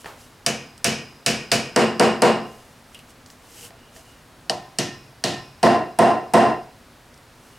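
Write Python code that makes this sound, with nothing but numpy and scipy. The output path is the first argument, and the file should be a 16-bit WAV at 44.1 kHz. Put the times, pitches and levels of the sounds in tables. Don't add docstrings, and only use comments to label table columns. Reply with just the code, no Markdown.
import sys
import numpy as np
from scipy import signal
from scipy.fft import irfft
from scipy.io import wavfile
from scipy.ndimage import uniform_filter1d

SR = 44100
rng = np.random.default_rng(int(sys.argv[2]) if len(sys.argv) > 2 else 0)


def master_out(mix):
    frames = np.transpose(np.atleast_2d(mix))
    ceiling = np.clip(frames, -1, 1)
    pcm = np.round(ceiling * 32767).astype(np.int16)
    wavfile.write(sys.argv[1], SR, pcm)


N = 334278
RING_SAMPLES = 32768
AGE = np.arange(RING_SAMPLES) / SR

CORNER_SLIDING, CORNER_SEATED, MIDDLE_SLIDING, MIDDLE_SEATED = range(4)
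BUMP, DOWEL_CLICK, FINGER_TICK, DOWEL_IN_HOLE, DOWEL_SCRATCH = range(5)
# (frequency [Hz], level for contact 0, 1, 2, 3 [dB], t60 [s])
BOX_MODES = [(135, -38.5, -32.5, -38, -30.5, 0.73), (156.6, -31.5, -40, -36, -38, 0.3),
             (204.3, -28.5, -16.5, -32, -52, 0.27), (222.8, -23.5, -14.5, -36, -17.5, 0.45),
             (258.6, -34, -21, -36, -36, 0.48), (354.3, -33.5, -17.5, -31, -15.5, 0.49),
             (384, -37, -22, -33, -35, 0.19), (435, -57, -11, -45, -27, 0.09),
             (486, -25.5, -8, -31.5, -15, 0.25), (604, -62, -16.5, -30, -14.5, 0.34),
             (659.7, -52, -44, -33, -14, 0.22), (685.3, -22, -18, -26.5, -8, 0.25),
             (731.5, -50, -47, -35.5, -21, 0.53), (740, -78, -24, -31, -13, 0.28),
             (780, -36.5, -22.5, -36.5, -29, 0.52), (940, -49, -23.5, -50, -20, 0.26),
             (1035, -50, -27, -38.5, -18, 0.56), (1315, -35.5, -30, -43, -45, 0.39),
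             (1820, -40, -30.5, -37, -31, 0.5), (1870, -38, -32, -41.5, -29, 0.49),
             (2296, -32, -35, -75, -41, 0.4), (2500, -34, -38, -43, -41, 0.62),
             (2743, -42, -41, -49.5, -36.5, 0.77), (2837, -51, -34.5, -51, -45, 0.75),
             (3003, -29.5, -36, -59, -39, 0.4), (4020, -59, -50, -55, -49, 0.91),
             (5000, -39, -42, -45.5, -46, 0.88), (5470, -45, -47, -46, -51, 0.83)]


def from_db(db):
    return 10 ** (np.asarray(db) / 20)


def rms_one(x):
    return x / np.sqrt(np.mean(x ** 2) + 1e-20)


def at_hz(points, hz, column=1):
    table = np.array(points, float)
    return np.interp(np.log(hz + 1e-9), np.log(table[:, 0]), table[:, column])


def bins(size):
    return np.arange(size // 2 + 1) * SR / size


def dying(t60):
    return np.exp(-np.log(1000) * AGE / t60)


def add(track, start_s, sound):
    start = round(start_s * SR)
    track[:, start:start + sound.shape[-1]] += sound[..., :N - start]


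def resonance(centre_hz, width_hz):
    hz = bins(RING_SAMPLES) + 1e-6
    return 1 / (1 + 1j * (hz ** 2 - centre_hz ** 2) / (hz * width_hz))


def butter(x, edge_hz, kind, order):
    return signal.sosfilt(signal.butter(order, edge_hz, kind, fs=SR, output="sos"), x)


def flat_noise(size):
    # (frequency [Hz], side minus mid [dB])
    stereo_width = [(100, -21), (300, -16), (600, -14), (2000, -13.5), (5000, -12.5), (8000, -20.5),
                    (14000, -50)]
    mid, side = np.exp(2j * np.pi * rng.random((2, size // 2 + 1)))
    side = side * from_db(at_hz(stereo_width, bins(size)))
    return np.array([mid + side, mid - side]) * np.sqrt(size * SR / 2000)


def steady_noise(colour):
    return rms_one(irfft(flat_noise(N) * from_db(at_hz(colour, bins(N))), N))


def workshop_air(level_db=-49.5):
    # (frequency [Hz], level [dB])
    air_colour = [(15, -43), (25, -5.5), (84, -4.5), (117, -2), (212, -9), (242, -2.5), (301, -9.5),
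                  (344, -10), (840, -11.5), (1650, -15), (2910, -20.5), (4250, -21.5), (7110, -26.5),
                  (10100, -28), (16000, -35)]
    return from_db(level_db) * steady_noise(air_colour)


def swish(peak_s, peak_db, rise_s, fall_s, edge_db=10, roundness=1.6):
    since = np.arange(N) / SR - peak_s
    away = np.abs(since / np.where(since < 0, rise_s, fall_s))
    return from_db(peak_db - edge_db * np.minimum(away, 10) ** roundness)


def dowel_rub():
    # (peak time [s], peak level [dB], rise [s], fall [s])
    twists = [(3.84, -60, 0.071, .08), (4.1, -62, 0.087, .12), (7.55, -60, .06, .06)]
    # (frequency [Hz], level [dB])
    rasp_colour = [(2200, -40), (2750, -3), (2920, 3), (3120, -26), (3800, -40)]
    return sum(swish(*twist) for twist in twists) * steady_noise(rasp_colour)


def sleeve(grain_db=1.0, panel_db=-11):
    # (peak time [s], peak level [dB], rise [s], fall [s])
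    arm_moves = [(.005, -50, .02, 0.042), (.2, -51.5, 0.027, 0.099), (2.51, -56.5, 0.084, .3),
                 (2.95, -58, 0.054, 0.098), (3.105, -53, .02, 0.016), (3.655, -42, 0.15, 0.032),
                 (3.97, -49, 0.036, 0.05), (4.08, -58, .05, .11), (7.48, -59.5, 0.12, .25)]
    # (frequency [Hz], level [dB])
    cloth_colour = [(400, -1.5), (1200, -6), (2500, -1.5), (2950, 7), (3500, -4), (5500, 2.5), (8500, 1.5),
                    (12000, -2), (16000, -14)]
    # (frequency [Hz], level [dB])
    panel_colour = [(440, -70), (468, -6), (480, -1), (492, -4), (520, -70)]
    level = sum(swish(*move) for move in arm_moves)
    catches = rms_one(uniform_filter1d(rng.standard_normal(N), size=200))
    hiss = steady_noise(cloth_colour)
    hum = from_db(panel_db) * steady_noise(panel_colour)
    return level * from_db(grain_db * catches) * (hiss + hum)


def crack(tilt_db, scatter_db, length_s=.0032, scatter_t60=0.051, top_hz=10800):
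    # (centre [Hz], width [Hz], level [dB])
    damped_modes = [(650, 310, -18), (1830, 110, 1.5), (2950, 170, 1), (4700, 620, 4.5), (5530, 300, 4),
                    (8370, 530, 1.5), (10040, 800, -4.5)]
    hz = bins(RING_SAMPLES)
    power = sum(np.abs(from_db(db) * resonance(centre, width)) ** 2 for centre, width, db in damped_modes)
    colour = np.sqrt(power) * from_db(tilt_db * np.log2(1 + hz / 1000))
    delay_s = length_s * np.interp(hz, np.linspace(0, SR / 2, 70), rng.random(size=70))
    burst = irfft(colour * np.exp(-2j * np.pi * np.cumsum(delay_s) * hz[1]))
    burst = burst / np.sqrt(np.sum(burst ** 2) / (length_s * SR))
    scatter = rms_one(irfft(flat_noise(RING_SAMPLES) * colour)) * dying(scatter_t60)
    return butter(burst * (AGE < 10 * length_s) + from_db(scatter_db) * scatter, top_hz, "low", order=3)


def handling(scatter_db=-17):
    # (time [s], kind, level [dB])
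    touches = [(.044, BUMP, -36.5), (.058, BUMP, -30.5), (.778, DOWEL_SCRATCH, -44),
               (2.946, DOWEL_CLICK, -40), (2.990, DOWEL_CLICK, -46), (3.261, FINGER_TICK, -46.5),
               (3.301, FINGER_TICK, -42.5), (3.705, DOWEL_IN_HOLE, -44.5), (3.962, DOWEL_IN_HOLE, -43.5),
               (7.142, DOWEL_SCRATCH, -51), (7.176, DOWEL_SCRATCH, -52)]
    # (tick tilt [dB/octave], ring over tick [dB], ring pitch [Hz], width [Hz], t60 [s])
    touch_sounds = [(-19, -7, 730, 730, 0.5), (14, 0.5, 2870, 270, 0.11), (-5, -7, 6500, 2800, .2),
                    (-15, -2.5, 670, 22, 0.23), (1, -9, 8500, 1500, .1)]
    out = np.zeros((2, N))
    for start_s, kind, level_db in touches:
        tilt_db, ring_db, ring_hz, width_hz, t60 = touch_sounds[kind]
        ring = rms_one(irfft(flat_noise(RING_SAMPLES) * resonance(ring_hz, width_hz))) * dying(t60)
        tick = crack(tilt_db, scatter_db)
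        add(out, start_s, from_db(level_db) * (tick + from_db(ring_db) * ring))
    return out


def wood_colour(contact):
    # (frequency [Hz], level for contact 0, 1, 2, 3 [dB])
    wood_shape = [(46.3, -15, -22, -41, -24), (85.6, -22, -19, -23, -16.5), (155, -15.5, -12, -15.5, -12),
                  (227, -18, -5, -23, -8), (306, -22, -14, -22, -8), (487, -18.5, -4, -24, -5.5),
                  (675, -25.5, -8.5, -21, 1.5), (1050, -30, -14.5, -34.5, -14.5),
                  (1690, -21, -18, -36, -21), (2500, -24, -19.5, -30, -23.5),
                  (3880, -28.5, -30, -32.5, -32), (5140, -29, -29, -32, -30.5),
                  (9300, -32.5, -29.5, -40, -40), (15500, -49, -57, -56, -54)]
    # (centre [Hz], width [Hz], boost for contact 0, 1, 2, 3 [dB])
    clusters = [(578, 77, -1.5, -4.5, -7.5, -6), (702, 64, 4.5, 4, 2.5, 5), (1010, 93, 4.5, 1.5, 6, 7.5),
                (1347, 44, -9, -1, 7, 5), (1880, 260, -6.5, -1, 4.5, 4), (2120, 33, -8, -2.5, -6, -3),
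                (2380, 230, 2.5, -3, -3.5, -5.5), (2883, 117, 7, 3, 4.5, 1),
                (3250, 340, -1.5, -1, -0.5, -1.5), (4870, 140, 1, 1, -1, -1),
                (6480, 1150, 2.5, -3.5, 0, -2.5), (9700, 1400, -0.5, -6, -1, 1.5)]
    hz = bins(RING_SAMPLES)
    humps = sum(boosts[contact] * np.exp(-((hz - centre) / width) ** 2)
                for centre, width, *boosts in clusters)
    return at_hz(wood_shape, hz, contact + 1) + humps


def dense_ring(spectrum, build_cycles=1.17):
    # (frequency [Hz], t60 [s])
    decay_times = [(80, 0.58), (210, 0.48), (560, 0.51), (1470, 0.5), (3880, 0.42), (10200, 0.32),
                   (15000, 0.2)]
    centres = np.geomspace(60, 15000, 12)
    log_hz = np.log(bins(RING_SAMPLES) + 1)
    out = 0
    for hz, pick in zip(centres, np.eye(len(centres))):
        band = irfft(spectrum * np.interp(log_hz, np.log(centres), pick))
        build_up = 1 - np.exp(-AGE * hz / build_cycles)
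        out = out + band * dying(at_hz(decay_times, hz)) * build_up
    return out


def clear_modes(build_cycles=2.8, blur_hz=1020):
    rings = []
    for hz, *_, t60 in BOX_MODES:
        width_hz = .3 + (hz / blur_hz) ** 3
        peak = np.exp(-.5 * ((bins(RING_SAMPLES) - hz) / width_hz) ** 2)
        group = irfft(flat_noise(RING_SAMPLES) * peak)
        envelope = dying(t60) * (1 - np.exp(-AGE * hz / build_cycles))
        envelope_rms = np.sqrt(np.mean(envelope ** 2))
        rings.append(rms_one(group * envelope) * envelope_rms)
    return np.array(rings)


def flattening(dip_db, recovery_s=0.039, damping_db_per_s=7, reference_dip_db=8):
    fall_db_per_s = damping_db_per_s * (dip_db / reference_dip_db) ** 2
    return from_db(-dip_db * np.exp(-AGE / recovery_s) - fall_db_per_s * AGE)


def mallet(alike=0.84, dense_db=-0.29, modes_db=-0.55, crack_db=-0.67, snap_db=4, snap_width_hz=750):
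    # (time [s], contact, force [dB], extra knock [dB], crack tilt [dB/octave],
    # opening dip of the ring-out [dB], pitch of the dowel's snap [Hz])
    blows = [(.4629, CORNER_SLIDING, -4, 1.5, 0.5, -0.5, 6000),
             (.8434, CORNER_SLIDING, 1, -1.5, 9, 3.5, 5570), (1.262, CORNER_SLIDING, 1, -1.5, 0.5, 3, 5200),
             (1.5161, CORNER_SLIDING, 0.5, 1.5, -3.5, -0.5, 5000),
             (1.761, CORNER_SEATED, 2, -4, 1.5, 6, 5060), (1.9961, CORNER_SEATED, 2.5, -1.5, 2, 9, 5000),
             (2.2198, CORNER_SEATED, 2, 1, 5.5, 8.5, 4370),
             (4.4964, MIDDLE_SLIDING, -9.5, 10.5, -5, -2, 4630),
             (4.7856, MIDDLE_SLIDING, 0, -6, 2, 0, 5900), (5.2388, MIDDLE_SLIDING, 3, -.5, -1.5, 5.5, 4060),
             (5.6291, MIDDLE_SEATED, 6, -5, -2, 12, 4700),
             (5.9877, MIDDLE_SEATED, 4.5, -2, 16.5, 10.5, 8700),
             (6.336, MIDDLE_SEATED, 13, -3.5, 15.5, 19, 8550)]
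    # (level [dB], scatter [dB])
    cracks = [(-12.5, -6), (-14.5, -11), (-15.5, -3.5), (-18.5, -5.5)]
    # (lower edge [Hz], centre [Hz], upper edge [Hz])
    knock_band = [337, 770, 1900]
    out, hz, modes = np.zeros((2, N)), bins(RING_SAMPLES), np.array(BOX_MODES)
    responses = [(flat_noise(RING_SAMPLES), clear_modes()) for _ in cracks]
    for start_s, contact, force_db, knock_db, tilt_db, dip_db, snap_hz in blows:
        usual, rings = responses[contact]
        drive = list(zip(knock_band, (force_db, force_db + knock_db, force_db)))
        response = np.sqrt(alike) * usual + np.sqrt(1 - alike) * flat_noise(RING_SAMPLES)
        snap_lift_db = snap_db * np.exp(-((hz - snap_hz) / snap_width_hz) ** 2)
        colour_db = dense_db + wood_colour(contact) + at_hz(drive, hz) + snap_lift_db
        dense = dense_ring(response * from_db(colour_db))
        mode_gains = from_db(modes_db + modes[:, contact + 1] + at_hz(drive, modes[:, 0]))
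        clear = np.tensordot(mode_gains, rings, 1)
        add(out, start_s, flattening(dip_db) * (dense + clear))
        attack_db, scatter_db = cracks[contact]
        add(out, start_s, from_db(attack_db + crack_db) * crack(tilt_db, scatter_db))
    return butter(out, edge_hz=92, kind="high", order=3)


def scene():
    return mallet() + handling() + sleeve() + workshop_air() + dowel_rub()


def limiter(x, threshold_db=-3.0, release_db_per_s=70, attack_s=0.00019):
    peak_db = 20 * np.log10(np.abs(x).max(axis=0) + 1e-9)
    over_db = np.maximum(peak_db - threshold_db, 0)
    release_db = release_db_per_s * np.arange(N) / SR
    held_db = np.maximum.accumulate(over_db + release_db) - release_db
    pole = np.exp(-1 / (attack_s * SR))
    return x * from_db(-signal.lfilter([1 - pole], [1, -pole], held_db))


def record(dry):
    ceiling, cutoff_hz = .76, 16200
    limited = limiter(dry)
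    rounded = limited / (1 + (limited / ceiling) ** 8) ** (1 / 8)
    return signal.sosfilt(signal.ellip(10, .1, 80, cutoff_hz, fs=SR, output="sos"), rounded)


dry = scene()
out = record(dry)
master_out(out)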